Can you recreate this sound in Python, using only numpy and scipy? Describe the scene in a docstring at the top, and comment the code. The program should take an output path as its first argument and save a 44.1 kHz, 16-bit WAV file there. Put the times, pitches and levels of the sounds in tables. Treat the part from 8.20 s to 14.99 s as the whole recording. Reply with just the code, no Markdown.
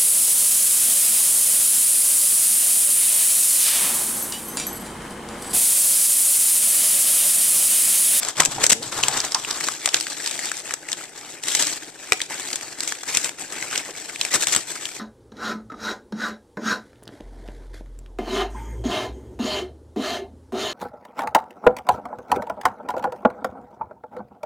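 """Paper hisses, crinkles and snaps as plastic tubs and crumpled newspaper are pushed about in a cardboard box.
Sliding sheets are filtered noise and tiny crackles; creases snap as short noise bursts, singly or in runs.
Box and tubs give dull bumps, rubs and rumbles from damped noise; clacks and a creak are sums of sines.
Everything is heard close up in a small room, through two microphone ports that ring in the treble;
gain control then pulls the level down after loud sounds, and peaks beyond full scale are clipped."""
import sys
import numpy as np
from scipy import signal
from scipy.fft import rfft, irfft
from scipy.io import wavfile
from scipy.ndimage import uniform_filter1d

SR = 44100
rng = np.random.default_rng(int(sys.argv[2]) if len(sys.argv) > 2 else 0)


def master_out(mix):
    """Clip the mix to full scale and print it as 16-bit PCM to the path in sys.argv[1]."""
    frames = np.transpose(np.atleast_2d(mix))
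    ceiling = np.clip(frames, -1, 1)
    pcm = np.round(ceiling * 32767).astype(np.int16)
    wavfile.write(sys.argv[1], SR, pcm)


N = 299659
TIME = np.arange(N) / SR  # seconds

# Spectrum of a cracking crease, for single snaps and runs. Each row: frequency in Hz, level in dB per Hz.
CRACK_SPECTRUM = [(30, -27), (150, -19.5), (500, 1), (1100, -7.5), (1900, 1), (4000, -0.5), (7000, -2),
                  (14000, -0.5)]


def amp(db):
    """Turns decibels into a gain."""
    return 10 ** (np.asarray(db) / 20)


def unit(x):
    """Scales a sound to rms 1."""
    return x / np.sqrt(np.mean(x ** 2) + 1e-20)


def read(points, hz):
    """Reads a table of values between its points, on a log-frequency axis."""
    f, value = np.transpose(points)
    return np.interp(np.log(hz + 1), np.log(f), value)


def add(mix, s, sound):
    """Lays a sound into the mix at s seconds."""
    start = max(round(s * SR), 0)
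    part = mix[..., start:][..., :sound.shape[-1]]
    part += sound[..., :part.shape[-1]]


def colour(x, points, size=2048):
    """Filters with the given spectrum, never ahead of time, so that clicks keep their sharp front."""
    hz = abs(np.fft.fftfreq(size, 1 / SR))
    log_gain = np.log(amp(read(points, hz)))
    # minimum phase: the filter answers as early as it can
    response = np.exp(np.conj(signal.hilbert(log_gain)))
    taps = np.fft.ifft(response).real[:size // 2]
    return signal.oaconvolve(x, taps[None], axes=1)[:, :x.shape[1]]


def resonate(x, hz, width_hz):
    """Rings at one pitch; a wider resonance is more damped and dies sooner."""
    pole = np.exp((2j * np.pi * hz - np.pi * abs(width_hz)) / SR)
    return signal.lfilter([1 - abs(pole)], [1, -pole], x).real


def dying(t, t60):
    """Dies away exponentially, by 60 dB in t60 seconds."""
    return np.exp(-np.log(1000) * t / np.maximum(t60, 1e-4))


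def wander(rate):
    """Drifts smoothly by chance, about rate times a second, with rms 1."""
    hz = np.fft.rfftfreq(N, 1 / SR)
    slow = rfft(rng.standard_normal(N)) * np.exp(-(hz / rate) ** 2)
    return unit(irfft(slow, N))


def noise(size):
    """White noise, one row for each port."""
    return rng.standard_normal((2, size))


def room_tone():
    """The quiet room's steady background: coloured noise."""
    # Each row: frequency in Hz, level in dB per Hz.
    tone_spectrum = [(25, 19), (130, 5), (300, -7), (1000, -1), (14000, -3)]
    return unit(colour(noise(N), tone_spectrum))


def room(x, size=256):
    """A small furnished room answers with a short noise tail that dies at its own pace in each pitch range."""
    # How long the tail lasts. Each row: frequency in Hz, t60 in seconds.
    tail_times = [(150, 0.16), (3000, 0.3), (14000, 0.22)]
    hz, t, z = signal.stft(noise(SR // 2), SR, nperseg=size)
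    fading = z * dying(t, read(tail_times, hz)[:, None])
    tail = signal.istft(fading, SR, nperseg=size)[1]
    tail *= np.minimum(TIME[:tail.shape[1]] / 0.0071, 1)  # builds up over 7.1 ms
    return signal.fftconvolve(x, tail / np.linalg.norm(tail[0]), axes=1)[:, :N]


def stroke(s, length, attack_s=0.014, sag_db=-1.5, release_t60=0.18):
    """One hand movement takes hold in a smooth swell, eases as the paper yields, then lets go."""
    age = TIME - s
    swell = (1 + np.tanh(age / attack_s - 0.5)) / 2
    hold = amp(sag_db * np.clip(age / length, 0, 1))
    return swell * hold * dying(np.clip(age - length, 0, 1), release_t60)


def handling(settle_db=-51.5, rub_db=-24, rub_per_db=0.5):
    """Gains of sliding, squeezing, pressing and dragging; the strongest movement of the moment leads."""
    # The hand pushes the paper. Each row: start in seconds, length in seconds, hiss of the sliding
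    # sheets in dB, scrunch of the wad against that hiss in dB (both before the trims in rustle).
    pushes = [(0, 0.093, -31, -3.5), (0.16, 0.077, -29, -1.5), (0.285, 0.083, -34.5, -4),
              (0.391, 0.064, -31, 2), (0.616, .075, -34.5, -5.5), (0.707, 0.085, -33, -1),
              (0.75, 0.19, -30.5, -1), (0.913, 0.081, -27, 0), (0.99, 0.078, -30, -2.5),
              (1.095, 0.21, -36, -5.5), (1.257, 0.31, -33.5, -2), (1.587, 0.22, -38, -2.5),
              (1.724, 0.038, -28.5, 0), (1.795, .19, -35.5, -4.5), (1.994, 0.31, -34, -3),
              (2.324, 0.071, -35, -4), (2.428, 0.095, -37, -0.5), (2.665, 0.06, -38.5, -0.5),
              (2.767, 0.072, -37.5, 0.5), (2.943, 0.21, -42.5, -0.5), (3.219, .05, -37, -5),
              (3.26, 0.19, -28, -7.5), (3.454, 0.1, -31.5, -3), (3.574, 0.12, -43.5, -1.5),
              (3.773, 0.24, -43, -2), (3.904, 0.15, -42, -4), (4.092, 0.056, -33, 2),
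              (4.138, 0.23, -37, -2), (4.387, 0.15, -40, -1.5), (4.567, 0.11, -39.5, -2.5),
              (4.661, 0.088, -36.5, -4.5), (4.747, 0.097, -41, -2.5), (4.865, 0.21, -32, -1.5),
              (5.178, 0.032, -36, 0), (5.23, 0.055, -42.5, -2), (5.285, 0.26, -38.5, 1.5),
              (5.38, .08, -35, 0.5), (5.499, 0.089, -31, 0), (5.595, .11, -40, 0), (5.733, 0.16, -40, -1.5),
              (5.913, 0.18, -41.5, -4.5), (5.986, .1, -35, -2.5), (6.11, 0.05, -26, -1.5),
              (6.194, 0.041, -27, -5), (6.268, 0.1, -27, -3), (6.393, .04, -38, -2),
              (6.473, 0.033, -30.5, -4), (6.538, 0.027, -32, -1.5), (6.598, 0.17, -37, -4.5)]
    # A tub is dragged along the box. Each row: start in seconds, length in seconds,
    # level in dB before the trims in rustle and rumble.
    drags = [(0.175, .11, -34), (0.334, 0.22, -36), (.55, .15, -40), (.72, 0.25, -39.5)]
    # the wad keeps settling between pushes
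    slide = squeeze = np.full(N, amp(settle_db))
    for s, length, db, scrunch_db in pushes:
        push = amp(db) * stroke(s, length)
        slide = np.maximum(slide, push)
        squeeze = np.maximum(squeeze, amp(scrunch_db) * push)
    drag = np.max([amp(db) * stroke(s, length) for s, length, db in drags], axis=0)
    # a harder squeeze presses on the box more, but by fewer dB than it scrunches
    press = np.maximum(amp(rub_db) * squeeze ** rub_per_db, drag)
    return slide, squeeze, press, drag


def rumble(drag, level_db=-6, judder_db=3):
    """The box floor judders under a dragged tub: low noise of unsteady strength."""
    # Each row: frequency in Hz, level in dB per Hz.
    floor_spectrum = [(25, -11), (70, -15), (130, 5), (200, -9.5), (400, -33), (2000, -60)]
    judder = amp(level_db + judder_db * wander(25))
    return judder * drag * unit(colour(noise(N), floor_spectrum))


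def bumps(width_share=0.2, level_db=-7):
    """Soft blows on heavily damped card and plastic panels: short bursts of resonant noise."""
    # Each row: start in seconds, level in dB before level_db, pitch in Hz, t60 of its fading in seconds.
    blows = [(0.2, -17, 154, 0.1), (0.203, -6.5, 950, 0.07), (.382, -16.5, 790, 0.067),
             (0.521, -11.5, 170, 0.041), (0.788, -12, 820, 0.023), (0.788, -26, 75, 0.057),
             (.882, -14, 760, 0.055), (1.147, -15, 990, 0.11), (1.656, -29, 90, 0.034),
             (1.674, -19, 666, 0.05), (3.399, -25, 285, 0.079), (3.922, -17, 377, 0.073),
             (3.923, -30, 80, .06), (4.973, -29, 90, 0.038), (5.576, -20, 360, 0.049),
             (5.688, -21.5, 403, 0.056), (6.145, -19, 357, 0.14), (6.151, -25, 141, 0.088),
             (6.361, -20.5, 315, 0.12), (6.364, -27, 70, 0.061)]
    t, out = np.arange(SR // 6) / SR, np.zeros((2, N))
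    for s, db, hz, t60 in blows:
        shape = dying(t, t60) * (1 - np.exp(-t / 0.00018))
        panel = unit(resonate(noise(len(t)), hz, hz * width_share) * shape)
        panel *= np.sqrt(np.mean(shape ** 2))
        add(out, s, amp(db + level_db) * panel)
    return out


def tubs(octave_db=3):
    """A stiff tub's wall rings when knocked, and a tub creaks low and briefly as it slides free."""
    # A tub clacks. Each row: start in seconds, level in dB.
    clacks = [(0.1994, -14), (3.9221, -11.5)]
    # Ringing tones of its wall. Each row: frequency in Hz, level within the clack in dB, t60 in seconds.
    wall_tones = [(747, -11.5, 0.093), (1910, -27, 0.015), (1940, 2, 0.031), (2416, -11, 0.025),
                  (3460, -5.5, 0.011), (3860, -10.5, 0.029)]
    # Course of the creak. Each row: time in seconds, slips per second, level in dB.
    creak = [(0.545, 210, -43), (.572, 230, -40), (.600, 227, -39), (.618, 273, -34), (.630, 350, -64)]
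    t, out = np.arange(SR // 10) / SR, np.zeros(N)
    wall = sum(amp(db) * dying(t, t60) * np.sin(2 * np.pi * hz * t) for hz, db, t60 in wall_tones)
    for s, db in clacks:
        add(out, s, amp(db) * wall)

    s, rate, db = np.transpose(creak)
    t = np.arange(s[0], s[-1], 1 / SR)
    turn = 2 * np.pi * np.cumsum(np.interp(t, s, rate)) / SR
    slips = unit(np.sin(turn) + amp(octave_db) * np.sin(2 * turn))
    add(out, s[0], amp(np.interp(t, s, db)) * slips)
    return out


def crinkles(per_s, spread_db, count=64):
    """Countless tiny buckles of unequal size, each briefly ringing one of many paper facets."""
    t, out = np.arange(SR // 120) / SR, np.zeros((2, N))
    for hz in np.geomspace(800, 12000, count):
        at = np.flatnonzero(rng.random(N) < per_s / count / SR)
        crack = noise(len(t)) * dying(t, 0.0066)
        grain = unit(resonate(crack, hz, hz / 4)) + unit(crack)
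        sizes = amp(spread_db * np.minimum(rng.exponential(1, N)[at], 3.3))
        for start, size in zip(at, sizes):
            add(out, start / SR, size * grain)
    return unit(out)


def folds(x, depth_db, size=512):
    """Pockets in the wad open and close, so its resonances come and go."""
    z = signal.stft(x, SR, nperseg=size)[2]
    pockets = rng.standard_normal(z.shape[1:])
    pockets = uniform_filter1d(pockets, size=4, axis=0)  # neighbouring pitches
    pockets = uniform_filter1d(pockets, size=5, axis=1)  # neighbouring moments
    gain = amp(depth_db * np.clip(unit(pockets), -2, 2))
    return signal.istft(z * gain, SR, nperseg=size)[1][:, :N]


def rustle(gains, hiss_db=2, scrunch_db=-1, rub_db=-1, smooth_db=-3, scrape_hz=1050, scrape_width_hz=1100,
           scrape_db=-1, tub_grain=0.74, catch_db=2.0, tub_down_s=1.477):
    """Things slide in fits and starts: friction hiss, the scrunch of the wad, and a hollow rub on the box."""
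    # Spectra of sliding sheets, squeezed wad and rubbed box.
    # Each row: frequency in Hz, level in dB per Hz.
    hiss_spectrum = [(200, -86), (1200, -27.5), (2500, -0.5), (3500, 7.5), (4500, 4.5), (6500, 0.5),
                     (9000, 0), (14000, 4.5)]
    scrunch_spectrum = [(150, -16), (550, 1.5), (900, -1), (1250, 2), (1800, 8), (2800, 5), (4000, -1),
                        (9000, -15)]
    rub_spectrum = [(25, -31), (80, -13.5), (140, 0), (210, -6), (310, 5), (550, -3.5), (850, -1.5),
                    (1500, -39), (4000, -27)]
    catching = amp(catch_db * wander(50))
    slide, squeeze, press = (gain * catching for gain in gains)
    # the hand drags a tub at first, fading out by tub_down_s; afterwards it works the paper alone
    dragging = np.clip((tub_down_s - TIME) * 10, 0, 1)
    # a smooth tub buckles fewer creases than fingers do, so the grains are softer
    grains = crinkles(per_s=1400, spread_db=2.5) * (1 + (tub_grain - 1) * dragging)
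    friction = grains + amp(smooth_db) * noise(N)
    sheets = unit(colour(folds(friction, depth_db=2.1), hiss_spectrum))
    wad = unit(colour(folds(friction, depth_db=3.0), scrunch_spectrum))
    # the tub's hollow body pulls the scrunch down in pitch
    scrape = resonate(noise(N), scrape_hz, scrape_width_hz)
    scrape = unit(resonate(scrape, scrape_hz, 2 * scrape_width_hz))
    wad = wad * (1 - dragging / 2) + amp(scrape_db) * dragging * scrape
    box = unit(colour(noise(N), rub_spectrum))
    return amp(hiss_db) * slide * sheets + amp(scrunch_db) * squeeze * wad + amp(rub_db) * press * box


def crunches(jolt_db=4.0):
    """One crease trips the next: a ragged noise burst that swells fast and runs out."""
    # Runs of creases giving way together. Each row: start in seconds, length in seconds,
    # level in dB before the swell's shape.
    runs = [(0.2, 0.009, -12), (0.428, 0.026, -21), (.499, 0.0084, -9.5), (0.517, 0.011, -7.5),
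            (3.387, 0.03, -23.5), (4.673, 0.024, -28), (5.051, 0.0099, -29.5), (6.137, 0.019, -17),
            (6.222, 0.0089, -21), (6.322, 0.013, -18)]
    swell = np.zeros(N)
    for s, length, db in runs:
        age = np.maximum(TIME - s, 0) / length
        swell += amp(db) * np.minimum(age * 7, 1) * np.exp(-np.minimum(age, 10) ** 3 * 0.41)
    jolts = noise(N) * amp(jolt_db * wander(330))
    return swell * unit(colour(jolts, CRACK_SPECTRUM))


def lesser_snaps(slide, count=400, per_s=22, above_db=13.5, spread_db=2, low_hz=1490, high_hz=6600, ring_db=4.5):
    """Lesser creases buckle by chance, louder under a harder push; rows as snaps takes them."""
    gap, size, pitch = rng.random((count, 3)).T
    s = np.cumsum(-np.log(1 - gap)) / per_s
    # level over the gain of the sliding, before the level_db of snaps
    db = 20 * np.log10(np.interp(s, TIME, slide)) + above_db + spread_db * (2 * size - 1)
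    hz = low_hz * (high_hz / low_hz) ** pitch
    return np.column_stack([s, db, hz, np.full(count, ring_db)])[s < TIME[-1]]


def snaps(creases, level_db=-8, rise_s=0.00056, ring_cycles=5, crack_t60=0.012,
          shiver_db=-22, shiver_t60=0.055, tick_db=-1, tick_t60=0.004):
    """A crease flips with a bright tick and a crack, its facet rings, and the sheet around it shivers on."""
    t, out = np.arange(SR // 12) / SR, np.zeros((2, N))
    rise = 1 - np.exp(-t / rise_s)
    shape = rise * (dying(t, crack_t60) + amp(shiver_db) * dying(t, shiver_t60))
    shape /= shape.max()
    for s, db, hz, ring_db in creases:
        burst = noise(len(t))
        facet = unit(resonate(burst, hz, hz / ring_cycles))
        tone = unit(colour(burst, CRACK_SPECTRUM)) + amp(ring_db) * facet
        crack = unit(tone * shape) * np.sqrt(np.mean(shape ** 2))
        # the sharpest part of the sound dies first; differences of noise are bright
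        tick = amp(tick_db) * np.diff(noise(len(t) + 1)) * rise * dying(t, tick_t60)
        add(out, s, amp(db + level_db) * (crack + tick))
    return out


def close_pair(x):
    """The ports lie close together: they share most of the middle pitches, less of deepest bass and treble."""
    # Each row: frequency in Hz, likeness of the sound at the two ports (1 is the same).
    likeness = [(40, 0.47), (130, 0.98), (500, 1), (2500, 0.73), (6500, 0.3), (14000, 0.47)]
    same = np.clip(read(likeness, np.fft.rfftfreq(N, 1 / SR)), -1, 1)
    left, other = rfft(x)
    right = same * left + np.sqrt(1 - same ** 2) * other
    return irfft(np.array([left, right]), N)


def duck(x, threshold_db=-15, recover_db_per_s=90, share=0.33):
    """Gain control, too slow for a snap's front, pulls down what follows it."""
    power = signal.lfilter(*signal.butter(1, 25, fs=SR), (x ** 2).mean(0))
    # the held level jumps up with the sound and falls back at a steady pace
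    recovery = TIME * recover_db_per_s
    held_db = np.maximum.accumulate(10 * np.log10(power + 1e-12) + recovery) - recovery
    return x / amp(share * np.maximum(held_db - threshold_db, 0))


def scene(room_db=-16, tone_db=-61):
    """Paper, box and tubs at arm's length in a quiet room."""
    # Single creases buckling. Each row: start in seconds, level in dB before the level_db of snaps,
    # pitch of the facet in Hz, its ring against the crack in dB.
    creases = [(0.031, -11, 3500, -26), (0.049, -13.5, 5300, -9), (0.085, -14, 7900, 1),
               (0.202, 0.5, 7500, -17), (0.22, -8, 1290, 1), (0.233, -12, 2300, 1), (0.25, -5, 7100, -4),
               (0.257, -4, 7300, -8), (0.44, 3, 5670, -31), (0.465, -1.5, 6400, -5), (0.495, -9, 7500, 8),
               (0.499, -10, 6300, 0), (0.829, -16, 6700, 8), (0.835, -3.5, 2800, 31),
               (0.883, -5, 6850, -15), (1.002, -10, 5000, 8), (1.049, -17, 6500, 2), (1.12, -14, 4650, 5),
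               (1.146, -5.5, 4920, 21), (1.248, -14.5, 2770, 26), (1.309, -11, 4600, 5),
               (1.408, -13.5, 1790, -4), (1.485, -7.5, 1270, 1.5), (1.658, -2.5, 3390, -22),
               (1.675, -12, 1730, 4), (1.689, -11.5, 3540, 4), (1.743, 1.5, 3730, -1),
               (1.767, -13, 4000, 5), (1.8, -15.5, 5060, -10), (1.809, -10.5, 4870, -7),
               (1.868, -15.5, 1820, 16), (2.061, -11, 4240, -8), (2.074, -11.5, 4740, 0),
               (2.111, -14.5, 3560, -11), (2.191, -14.5, 1970, -2), (2.255, -15, 4670, -13),
               (2.316, -10.5, 1770, 0), (2.508, -17.5, 1760, 3), (2.538, -8.5, 1440, -4),
               (2.687, -17.5, 2140, 0), (2.717, -14, 5510, -8), (2.729, -11, 3530, -7),
               (3.236, -14, 4150, -15), (3.283, -7.5, 3600, -27), (3.35, -2, 5040, -29),
               (3.424, -5, 5150, -21), (3.469, -10, 3860, -9), (3.921, 2, 2200, 16),
               (3.931, -7.5, 1810, -11), (4.003, -15.5, 2100, 14), (4.016, -9, 3750, 10),
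               (4.303, -18, 2300, -5), (4.33, -12.5, 4400, 1), (4.357, -12, 6800, -29),
               (4.41, -18, 2300, 4), (4.605, -11, 4300, -8), (4.633, -16, 1820, -10),
               (4.676, -12, 7150, -14), (4.722, -11, 1810, 1), (4.833, -17, 1500, -2),
               (4.949, -8.5, 5800, -2), (4.971, -0.5, 2020, -33), (5.044, -10, 2410, -11),
               (5.092, -15, 2370, 0), (5.323, -18.5, 1990, -4), (5.425, -12.5, 1960, 7),
               (5.511, -18, 1700, 8), (5.558, -10.5, 2750, -8), (5.577, -9.5, 5400, -1),
               (5.896, -20, 1950, 21), (5.959, -19, 2280, 23), (6.012, -5.5, 3400, 9), (6.05, -9, 2300, -5),
               (6.27, -6.5, 2000, -14), (6.349, -5.5, 3120, -8), (6.362, -4, 1430, -7),
               (6.654, -14, 3200, 7)]
    slide, squeeze, press, drag = handling()
    paper = rustle((slide, squeeze, press)) + snaps(creases) + crunches()
    ticks = snaps(lesser_snaps(slide), crack_t60=0.0073, rise_s=0.00022, shiver_db=-30)
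    near = close_pair(paper + ticks + bumps() + rumble(drag)) + tubs()
    return near + amp(room_db) * room(near) + amp(tone_db) * room_tone()


def record(dry):
    """Port resonances, gain control, overload at full scale, then the band limit."""
    # Each microphone port has its own resonance. Each row: frequency in Hz, gain in dB.
    left_port = [(130, -1.5), (400, -0.1), (2300, 3.5), (4500, 3.5), (6600, 8.5), (7400, 15.5), (8100, 16),
                 (9000, 7), (10500, 0.5), (14000, -8.5)]
    right_port = [(100, -2.5), (2300, 1.5), (4500, 4), (6400, 11), (7400, 5), (8200, -1.5), (9700, -9.5),
                  (14000, -32.5)]
    ports = np.vstack([colour(dry[:1], left_port), colour(dry[1:], right_port)])
    overloaded = np.clip(duck(ports), -1, 1)
    low_pass = signal.firwin(301, 14450, window=("kaiser", 8), fs=SR)  # edge in Hz
    return signal.oaconvolve(overloaded, low_pass[None], "same", axes=1)


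dry = scene()
out = record(dry)
master_out(out)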